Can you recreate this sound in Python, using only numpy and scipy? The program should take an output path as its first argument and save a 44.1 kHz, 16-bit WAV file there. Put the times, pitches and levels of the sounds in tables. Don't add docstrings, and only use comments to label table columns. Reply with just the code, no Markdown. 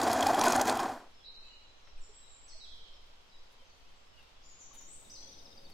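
import sys
import numpy as np
from scipy import signal
from scipy.fft import rfft, irfft, next_fast_len
from scipy.io import wavfile
from scipy.ndimage import uniform_filter1d, map_coordinates

SR = 44100
rng = np.random.default_rng(int(sys.argv[2]) if len(sys.argv) > 2 else 0)


def generate_wav(signal):
    frames = np.transpose(np.atleast_2d(signal))
    scaled = np.clip(frames, -1, 1) * 32767
    pcm = np.round(scaled).astype(np.int16)
    wavfile.write(sys.argv[1], SR, pcm)


def magnitude_from_level(level_db):
    exponent = np.asarray(level_db, float) / 20
    return 10 ** exponent


N = 252693
CLOCK = np.arange(N) / SR


def unit(x):
    return x / np.sqrt(np.mean(x ** 2) + 1e-20)


def along(points, hz):
    f, v = np.transpose(points)
    return np.interp(np.log(hz + 1), np.log(f + 1), v)


def curve(points):
    s, values = np.transpose(points)
    return np.interp(CLOCK, s, values)


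def wobble(rate):
    knots = rng.standard_normal(int(N * rate / SR) + 4)
    return map_coordinates(knots, [np.arange(N) * rate / SR])


def hump(s, half_s):
    return np.exp(-((CLOCK - s) / half_s) ** 2)


def filtered(x, response):
    m = next_fast_len(N + 8192)
    return irfft(rfft(x, m) * response(np.fft.rfftfreq(m, 1 / SR)), m)[..., :N]


def resonances(rows, hz):
    return sum(magnitude_from_level(db) * w * w / ((hz - c) ** 2 + w * w) for c, w, db in rows)


def rush(spectrum, alike=((100, 1), (200, 1))):
    def shape(hz):
        turn = np.arccos(np.clip(along(alike, hz), -1, 1)) / 2
        return magnitude_from_level(along(spectrum, hz)) * [np.cos(turn), np.sin(turn)]

    mid, side = filtered(rng.standard_normal((2, N)), shape)
    return unit(np.array([mid + side, mid - side]))


def add(track, s, sound):
    part = track[..., round(s * SR):][..., :sound.shape[-1]]
    part += sound[..., :part.shape[-1]]


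def aside(pair):
    return np.array([pair[0], np.roll(pair[1], shift=16)])


# (frequency [Hz], likeness [-1 to 1])
ALIKE = [(60, 0.97), (130, 0.81), (290, 0.92), (640, 0.25), (1410, 0.031), (3100, -0.0085), (6820, -0.22),
         (15000, 1)]
# (frequency [Hz], level [dB per Hz])
RUMBLE = [(2.4, -37), (4.0, 7.5), (16, 0), (25, -37), (30, -14), (38, -16.5), (60, -17), (110, -28.5),
          (140, -63.5), (240, -120)]
# (time [s], half length [s], rise [dB])
GUSTS = [
    (1.155, 0.16, 2.5),
    (1.99, 0.11, 15),
    (2.614, 0.42, 9),
    (3.826, 0.073, 8),
    (4.194, 0.075, 7.5),
    (4.9, 0.63, 2.5),
    (5.73, 0.73, 4.5),
]


def wind():
    gust_db = sum(db * hump(s, half_s) for s, half_s, db in GUSTS)
    low = magnitude_from_level(-58 + 0.17 * wobble(1.6)) * rush(RUMBLE, ALIKE)
    push = filtered(low, lambda hz: hz < 24)
    rest = low - push
    return magnitude_from_level(gust_db) * push + magnitude_from_level(.3 * gust_db + 1.0) * rest


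# (frequency [Hz], level [dB per Hz])
TRAFFIC = [(35, -27.5), (60, -0.5), (253, -0.5), (412, -3), (541, -1), (633, -4.5), (701, -4.5),
           (900, -4.5), (1170, -40), (1980, -120)]
# (time [s], gain [dB])
APPROACH = [
    (1.15, 2.5),
    (2.2, 0.5),
    (2.6, 2),
    (4.4, 1.4),
    (5, 9.5),
    (5.73, 12),
]


def traffic():
    near_db = curve(APPROACH)
    drone = rush([(520, -60), (540, -6), (548, 0), (556, -6), (580, -60)], ALIKE)
    return magnitude_from_level(-74.5 + near_db) * (rush(TRAFFIC, ALIKE) + 0.12 * magnitude_from_level(near_db) * drone)


# (frequency [Hz], level [dB per Hz])
AIR = [(180, -49.5), (300, -19.5), (326, -21), (369, -6), (534, -3.5), (675, -3), (1000, -1.5),
       (1740, -7.5), (3190, -4.5), (5750, -11.5), (8000, -21), (10400, -48), (17600, -120)]


def distant_air():
    return magnitude_from_level(-63.5 + 0.16 * wobble(10.0)) * rush(AIR, ALIKE)


# (frequency [Hz], level [dB per Hz])
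HISS = [(4710, -21.5), (8000, 2), (10900, -5.5), (14200, -6), (15200, -10)]


def thin_hiss():
    jump_s, rise_s, fade_s = 4.73, 0.013, 3
    since = np.maximum(CLOCK - jump_s, 0)
    jump = (1 - np.exp(-since / rise_s)) * np.exp(-since / fade_s)
    hiss_db = -4.5 * hump(1.98, 0.66) + 8.5 * jump
    return magnitude_from_level(-82.5 + hiss_db + 1.5 * wobble(27)) * rush(HISS, ALIKE)


def garden():
    return wind() + aside(traffic() + distant_air()) + thin_hiss()


# (frequency [Hz], time to fade 60 dB [s])
TREES = [(2000, 0.77), (5000, 1.55), (9000, 0.6)]


def trees(x):
    hz, t, z = signal.stft(rng.standard_normal((2, SR * 3 // 4)), SR, nperseg=256)
    fade = magnitude_from_level(-60 * t / along(TREES, hz)[:, None])
    tail = signal.istft(z * fade, SR, nperseg=256)[1]
    return signal.fftconvolve(x[None], tail / np.linalg.norm(tail[0]), axes=1)


def whistle(hz, db):
    quaver_hz = 65.3 * np.sin(2 * np.pi * (130 * np.arange(len(hz)) / SR + rng.random()))
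    ends = signal.windows.tukey(len(hz), .5)
    return magnitude_from_level(db) * ends * np.sin(2 * np.pi * np.cumsum(hz + quaver_hz) / SR)


# (time [s], length [s], from [Hz], to [Hz], level [dB])
PHRASE = [
    (2.434, 0.026, 7900, 7830, -59),
    (2.469, 0.057, 7960, 7760, -77),
    (2.475, 0.03, 6800, 4410, -57),
    (2.499, 0.045, 4410, 4283, -59),
    (2.6, 0.036, 4030, 3774, -54.5),
    (2.644, 0.019, 3770, 3140, -57),
    (2.78, 0.042, 3195, 3117, -62.5),
    (2.88, 0.089, 3120, 3140, -71),
]
# (time [s], length [s], from [Hz], to [Hz], level [dB])
PHRASE_FACING = [
    (2.557, 0.069, 4470, 4430, -62.5),
    (2.615, 0.027, 5230, 5030, -63),
    (2.696, 0.0482, 3600, 3100, -57.5),
]
# (time [s], length [s], from [Hz], to [Hz], level [dB])
SONG = [(4.421, 0.015, 4040, 7600, -64), (4.446, 0.035, 7230, 6850, -62), (4.492, 0.014, 6720, 6530, -66.5),
        (4.583, 0.029, 7400, 6780, -59), (4.594, 0.024, 7180, 5480, -59.5), (4.724, 0.026, 3730, 3720, -72),
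        (4.732, 0.0096, 3120, 3000, -68.5), (4.769, 0.012, 7080, 6770, -53),
        (4.862, 0.075, 7410, 8070, -61), (4.897, 0.046, 7760, 8780, -60), (5.096, 0.034, 6120, 5990, -55.5)]
# (time [s], length [s], from [Hz], to [Hz], level [dB])
SONG_FACING = [
    (4.448, 0.014, 6500, 3590, -79),
    (4.775, 0.024, 6930, 5390, -56.5),
    (5.096, 0.016, 4550, 6340, -51),
    (5.137, 0.04, 5950, 3730, -53),
    (5.22, 0.018, 3370, 3340, -62.5),
]
# (time [s], chip pitch [Hz], chip level [dB])
CHIPS = [
    (5.271, 5800, -58),
    (5.322, 5990, -51),
    (5.382, 5160, -54.5),
    (5.452, 5280, -51.5),
    (5.51, 5160, -56),
    (5.572, 4890, -52),
    (5.647, 4650, -54),
    (5.718, 4500, -60),
]
# (time [s], length [s], pitch [Hz], level [dB], left over right [dB])
CALLING = [(1.135, 0.034, 5380, -68.5, 1), (1.193, 0.022, 3484, -65.5, -3), (1.41, 0.1, 7320, -80, 7),
           (1.427, 0.029, 2690, -67, 4), (1.463, 0.066, 2940, -66, -2), (1.597, 0.1, 2950, -84.5, -2.5),
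           (1.73, 0.099, 6200, -82, 8), (1.84, 0.0387, 5624, -71, 1.5), (1.851, 0.026, 4150, -72, 3),
           (1.872, 0.013, 3470, -79, -1), (1.973, 0.029, 8400, -74, -4), (2.023, 0.022, 5730, -66, -1),
           (2.136, 0.0099, 3640, -68, 2), (2.215, 0.031, 4010, -66, 5)]
# (time [s], length [s], pitch [Hz], level [dB])
ANSWERS = [(3.295, 0.01, 5430, -65), (3.88, 0.029, 3250, -73), (3.325, 0.01, 5480, -66),
           (3.64, 0.064, 6200, -75), (3.668, 0.011, 5330, -72), (3.689, 0.046, 4560, -70),
           (3.95, 0.048, 7740, -79), (3.959, 0.011, 4400, -78), (4.054, 0.043, 5340, -74),
           (4.16, .016, 4800, -71), (4.207, 0.014, 3970, -67), (4.333, 0.064, 3430, -74),
           (5.047, 0.011, 4060, -60.5)]
# (time [s], length [s], from [Hz], to [Hz], level [dB])
CLOSE = [
    (1.78, .02, 3100, 2500, -71),
    (1.96, 0.036, 2900, 2300, -70),
    (2.937, .012, 5800, 5300, -64),
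    (2.947, 0.033, 5300, 5150, -63),
    (3.31, 0.075, 4000, 3800, -63),
    (3.58, 0.053, 3200, 3060, -65),
    (3.83, .07, 2300, 3280, -71),
    (4.12, 0.073, 3000, 2790, -69),
    (4.17, 0.051, 2900, 2650, -60),
]


def glides():
    def call(s, length, hz, db):
        return s, length, hz, hz * (1 - 0.00177 / length), db

    notes = [(*row, -9, 2) for row in CLOSE]
    notes += [(*row, -.5, -2.5) for row in PHRASE_FACING]
    notes += [(*row, -.5, 3) for row in SONG_FACING]
    notes += [(*row, 2.3, -2.5) for row in PHRASE]
    notes += [(*row, 6, 3) for row in SONG]
    notes += [(s, .015, hz, hz * (1 - .05), db, -9, 4) for s, hz, db in CHIPS]
    notes += [(s + .014, .012, 3800, 3800 * (1 - .04), -57.5, -9, 4) for s, _, _ in CHIPS[:-1]]
    notes += [(*call(*row), 2.5, pan_db) for *row, pan_db in CALLING]
    notes += [(*call(*row), -1.6, 7) for row in ANSWERS]
    return notes


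# (time [s], length [s], top [Hz], bottom [Hz], level [dB])
TRILLS = [
    (1.231, 0.074, 4350, 3790, -52.5),
    (1.245, 0.045, 4750, 4400, -65),
    (1.335, .04, 4800, 4450, -66),
    (1.358, 0.024, 4110, 3970, -55.5),
    (1.398, 0.023, 4530, 3840, -70),
    (2.002, 0.08, 8260, 6920, -63),
    (2.134, 0.064, 8060, 7510, -59),
    (2.274, 0.091, 7980, 7170, -60.5),
]


def birds():
    out = np.zeros((2, N))

    def seat(pan_db):
        return magnitude_from_level([[pan_db / 2], [-pan_db / 2]])

    for s, length, from_hz, to_hz, db, echo_db, pan_db in glides():
        note = whistle(np.geomspace(from_hz, to_hz, round(length * SR)), db)
        add(out, s, seat(pan_db) * magnitude_from_level(-0.5) * note)
        add(out, s + 0.0071, seat(pan_db) * magnitude_from_level(4.5 + echo_db) * trees(note))
    for s, length, top_hz, bottom_hz, db in TRILLS:
        rate, pan_db = (45, -3) if top_hz < 6000 else (33, -0.69)
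        stroke = np.arange(round(length * SR)) / SR * rate % 1
        path_hz = bottom_hz + (top_hz - bottom_hz) * (1 - stroke) ** 1.554
        note = whistle(path_hz, db) * np.sin(np.pi * stroke) ** .5
        add(out, s, seat(pan_db) * magnitude_from_level(0.5) * note)
        add(out, s + 0.000996, seat(pan_db) * magnitude_from_level(6.5) * trees(note))
    return out


def thinned(x, near_db, above_db):
    z = signal.stft(x, nperseg=1024)[2]
    band = uniform_filter1d(np.abs(z) ** 2, size=5, axis=1)[:, 2::5].mean(0)
    band = uniform_filter1d(band, size=2, axis=1)
    band[:8] = 0
    near = magnitude_from_level(2 * near_db) * uniform_filter1d(band, size=7, axis=0)
    above = magnitude_from_level(2 * above_db) * signal.lfilter([1], [1, -.8], band, axis=0)
    least = magnitude_from_level(2 * (-117 + 1.3 * (np.arange(len(band)) - 67)))[:, None]
    flicker = magnitude_from_level(6 * unit(uniform_filter1d(rng.standard_normal(band.shape), size=5, axis=1)))
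    keep = band >= (near + above + least) * flicker
    keep[:12] = True
    return signal.istft(z * np.repeat(keep, 5, axis=0)[:z.shape[1]], nperseg=1024)[1][:, :N]


# (time [s], peak [dB], body [dB])
TICKS = [(1.4053, -68, 6), (1.8724, -75.5, 32), (3.5084, -69, -1), (3.5197, -59, 1), (4.1897, -61, 13),
         (4.2268, -61, 10), (4.734, -55, 2), (4.745, -49, -3), (4.7497, -49.5, 0), (4.762, -56, -4),
         (4.8083, -52, 5), (5.6987, -52.5, 1)]
# (time [s], pitch [Hz], level [dB], time to fade 60 dB [s])
PLINKS = [
    (2.09, 419, -53.5, 0.12),
    (2.529, 1980, -50, 0.027),
    (2.55, 640, -56.5, 0.1),
    (3.62, 537, -53, 0.073),
    (4.711, 1120, -47, 0.039),
    (4.885, 2080, -51.5, 0.032),
]


def ticks():
    out, t = np.zeros(N), np.arange(SR // 5) / SR
    for s, db, body_db in TICKS:
        fade = magnitude_from_level(db - 7.5 - 60 * t / 0.089) * (1 - np.exp(-t / 0.0021))
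        puff = uniform_filter1d(rng.standard_normal(len(t)), size=2) * fade
        body = uniform_filter1d(puff, size=6)
        edge = puff - body
        add(out, s - .002, edge + magnitude_from_level(body_db + 5.0) * uniform_filter1d(body, size=4))
    for s, hz, db, t60 in PLINKS:
        add(out, s, magnitude_from_level(db - 60 * t / t60) * np.sin(2 * np.pi * hz * t) * (1 - np.exp(-t / 0.0042)))
    return out


# (frequency [Hz], width [Hz], level [dB])
HOUSING = [(4500, 300, 13), (5600, 250, 11), (7400, 300, 12), (8800, 350, 12), (11100, 450, 8),
           (12800, 400, 5), (14500, 500, 8)]


def whine():
    off_s, drag_per_s = .765, 5.2
    bar_hz = 3620 * np.exp(-drag_per_s * np.maximum(CLOCK - off_s, 0))
    db = -69 + np.interp(CLOCK, [.74, .82], [3, 0]) - 450 * np.clip(CLOCK - .84, 0, 1) ** 2
    blur = np.interp(CLOCK, [.74, .8], [.016, .004])
    phase = 2 * np.pi * np.cumsum(bar_hz * (1 + blur * wobble(900))) / SR
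    comb = np.zeros(N)
    for k in range(2, 17):
        comb += magnitude_from_level(-.9 * k + 2 * wobble(70)) * np.sin(k * phase) * (k * bar_hz < 16000)
    return filtered(magnitude_from_level(db) * comb, lambda hz: .25 + resonances(HOUSING, hz))


# (centre time [s], pitch [Hz], level [dB], length [s])
GULPS = [(0.019, 810, -31.5, 0.019), (0.039, 316, -27.5, 0.018), (0.094, 773, -30.5, 0.034),
         (0.115, 682, -27, 0.022), (0.136, 704, -33, 0.031), (0.137, 632, -32.5, 0.031),
         (0.163, 683, -23, 0.016), (0.18, 680, -26.5, 0.017), (0.188, 817, -25.5, 0.014),
         (0.208, 715, -27, 0.032), (0.229, 680, -30, 0.026), (0.255, 704, -33, 0.024),
         (0.271, 787, -21, 0.018), (0.291, 300, -31, 0.019), (0.292, 867, -26, 0.023),
         (0.308, 697, -23.5, 0.024), (0.334, 755, -28.5, 0.024), (0.355, 801, -24, 0.021),
         (0.378, 700, -43.5, 0.016), (0.394, 740, -22, 0.016), (0.418, 960, -27, 0.024),
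         (0.443, 1044, -32.5, 0.024), (0.452, 747, -26.5, 0.016), (0.463, 1023, -29.5, 0.042),
         (0.464, 1096, -32, 0.056), (0.469, 705, -26, 0.02), (0.472, 256, -35.5, 0.058),
         (0.476, 988, -29, 0.017), (0.477, 1482, -25.5, 0.018), (0.482, 650, -25.5, 0.021),
         (0.485, 378, -29.5, 0.021), (0.507, 1028, -30, 0.024), (0.526, 718, -30.5, 0.034),
         (0.542, 740, -32, 0.024), (0.559, 857, -28, 0.024), (0.563, 664, -26.5, 0.018),
         (0.582, 780, -24.5, 0.027), (0.614, 647, -25, 0.017), (0.618, 810, -25.5, 0.016),
         (0.632, 780, -27.5, 0.022), (0.684, 744, -26.5, 0.032), (0.739, 796, -30, 0.032),
         (0.772, 750, -28.5, 0.017), (0.803, 805, -36, 0.03), (0.804, 1050, -32, 0.026),
         (0.83, 708, -33.5, 0.038), (0.833, 371, -35.5, 0.027), (0.863, 780, -37.5, 0.023),
         (0.891, 690, -43, 0.024), (0.901, 755, -35, 0.022)]


def gulps():
    out = np.zeros(N)
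    for s, hz, db, length in GULPS:
        u = np.linspace(0, 1, round(length * SR))
        turn = 2 * np.pi * (hz * length * (u + 0.023 * (u * u - u)) + rng.random())
        swell = np.sin(np.pi * u ** 0.84) ** 1.75
        add(out, max(s - length / 2, 0), magnitude_from_level(db + 1.0) * swell * np.sin(turn))
    return out


# (time [s], peak [dB], cavity pitch [Hz], fine spray [dB])
SPLATS = [(0.0147, -22, 4030, 0.5), (0.0316, -24, 6860, -0.5), (0.0406, -28.5, 4310, -1),
          (0.0778, -30, 4960, -1.5), (0.1042, -32, 6670, -13), (0.1142, -25, 5360, -2),
          (0.1286, -28, 4440, 14), (0.1373, -31, 3300, 9), (0.183, -41, 5180, 9), (0.2078, -19.5, 6790, -9),
          (0.2262, -19.5, 3200, 3.5), (0.2666, -18.5, 4840, 1), (0.2852, -32, 3940, 8.5),
          (0.345, -29, 3300, 6.5), (0.3917, -25.5, 4050, 7.5), (0.413, -14, 5900, -10.5),
          (0.437, -19.5, 3300, 8), (0.4549, -22, 4930, 2), (0.4638, -20, 3270, 1),
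          (0.4815, -17.5, 6780, -3), (0.4924, -25.5, 2520, 2.5), (0.5042, -19.5, 7500, -9.5),
          (0.5219, -17.5, 6370, -1.5), (0.5543, -26.5, 6020, 0.5), (0.5607, -24, 6960, 2.5),
          (0.5774, -32.5, 3270, 0), (0.612, -18.5, 6000, 3), (0.6526, -34, 7410, 7),
          (0.6706, -26, 6140, 2.5), (0.6784, -21, 6700, -6), (0.687, -25.5, 6740, -3.5),
          (0.6954, -18.5, 4240, -1), (0.7136, -31, 7270, -3.5), (0.753, -31.5, 8800, -6),
          (0.7703, -31, 3350, 8), (0.7921, -28.5, 3080, 3), (0.8004, -26.5, 5800, -2.5),
          (0.8294, -34, 3230, 5), (0.857, -36, 4240, -16), (0.893, -46, 3680, -8), (0.9194, -42, 4360, -14)]


def splats():
    bursts, t = np.zeros(N), np.arange(SR // 40) / SR
    swell = (t / .0022 * np.exp(1 - t / 0.0017)) ** 1.8
    late_swell = np.roll(swell, shift=110)
    for s, db, cavity_hz, fine_db in SPLATS:
        crisp_db = fine_db + 9 + 5.5 * np.log2(cavity_hz / 5000)
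        spit = rng.standard_normal((3, len(t)))
        cavity = signal.lfilter(*signal.iirpeak(cavity_hz, 6, SR), spit[0])
        dull = uniform_filter1d(spit[1], size=3)
        crisp = uniform_filter1d(spit[2], size=2) - uniform_filter1d(spit[2], size=5)
        tiny_hz = 8000 + 6500 * rng.random()
        tiny = unit(signal.lfilter(*signal.iirpeak(tiny_hz, 5, SR), spit[2]))
        crisp = 0.97 * crisp + 0.54 * np.std(crisp) * tiny
        burst = swell * (dull + 0.98 * unit(cavity)) + magnitude_from_level(crisp_db) * late_swell * crisp
        add(bursts, s - .001, magnitude_from_level(db - 9.5) * burst)
    return bursts


# (frequency [Hz], level [dB per Hz])
BOWL = [(110, -66), (190, -17.5), (247, -2), (314, -5.5), (509, -9), (662, -3.5), (771, -4.5), (889, -5.5),
        (1030, -4.5), (1260, -11), (1540, -9.5), (2180, -25), (2600, -29), (3380, -31), (5720, -120)]
# (time [s], pitch [Hz])
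BELL = [
    (0, 770),
    (.1, 730),
    (.18, 680),
    (.27, 790),
    (.4, 770),
    (.6, 790),
    (.76, 795),
    (1.05, 720),
]


def slosh(lumps):
    flutter = uniform_filter1d(rng.standard_normal((2, N)), size=280)
    flutter = uniform_filter1d(flutter, size=280)
    turn = 2 * np.pi * np.cumsum(curve(BELL)) / SR
    pocket = unit(flutter[0] * np.cos(turn) + flutter[1] * np.sin(turn))
    return unit(magnitude_from_level(2.95 * np.tanh(lumps / 3)) * (rush(BOWL)[0] + .45 * pocket))


# (time [s], churn level [dB])
LOAD = [
    (0, -26),
    (.3, -25.5),
    (.33, -27.5),
    (.46, -23),
    (.62, -26.5),
    (.645, -29.5),
    (.69, -23.5),
    (.72, -27.5),
    (.8, -29.5),
]
# (frequency [Hz], level [dB per Hz])
HUM = [(32, -32.5), (55, -8.5), (86, 5.5), (151, 2), (173, -7), (200, -4.5), (260, -29.5), (440, -120)]
# (frequency [Hz], level [dB per Hz])
SPRAY = [(1060, -17), (1800, -1.5), (2470, -5), (2940, -9), (3280, -2), (3620, -7), (6910, -4.5),
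         (8590, -10), (14400, -19.5), (15800, -22)]
# (frequency [Hz], width [Hz], level [dB])
GLASS = [(1965, 51, 3), (2470, 53, 9.5), (3290, 78, -4), (4080, 430, -0.5), (4930, 280, -1.5),
         (5480, 82, -8), (6700, 56, -6.5), (6790, 250, -20.5), (9450, 200, -10)]


def blender():
    load_db = curve(LOAD)
    extra_db = load_db + 27
    rest = np.clip(CLOCK - 0.81, 0, 1)
    settle_db = -18 * rest - 360 * rest ** 2
    hum_db = -50 + 0.19 * extra_db - 2.5 * CLOCK + settle_db
    spray_db = -42.5 + 1.6 * extra_db - 16 * rest + 0.97 * settle_db
    stirring = np.interp(CLOCK, [.8, .9], [1, .2])
    lumps = stirring * (4.0 * wobble(89.76) + 0.33 * wobble(26.7))

    churn = magnitude_from_level(load_db + settle_db - 4.5) * slosh(lumps)
    hum = magnitude_from_level(hum_db) * rush(HUM)[0]
    mist = magnitude_from_level(spray_db + 0.3 * lumps + 2 * stirring * wobble(250)) * rng.standard_normal(N)

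    def colour(hz):
        glass = 1 + magnitude_from_level(-4.0) * resonances(GLASS, hz)
        return magnitude_from_level(along(SPRAY, hz) + 5.5) * glass

    return (churn + hum + filtered(mist + splats(), colour)) * (CLOCK < 1.12)


def scene():
    background = thinned(birds() + garden(), near_db=-9.5, above_db=-25)
    return background + ticks() + whine() + gulps() + blender()


def top_cut(x):
    return signal.sosfilt(signal.butter(12, 15940, fs=SR, output="sos"), x)


def record(dry):
    headroom = .3
    soft = dry / (1 + (dry / headroom) ** 4) ** (1 / 4)
    return top_cut(soft)


dry = scene()
out = record(dry)
generate_wav(out)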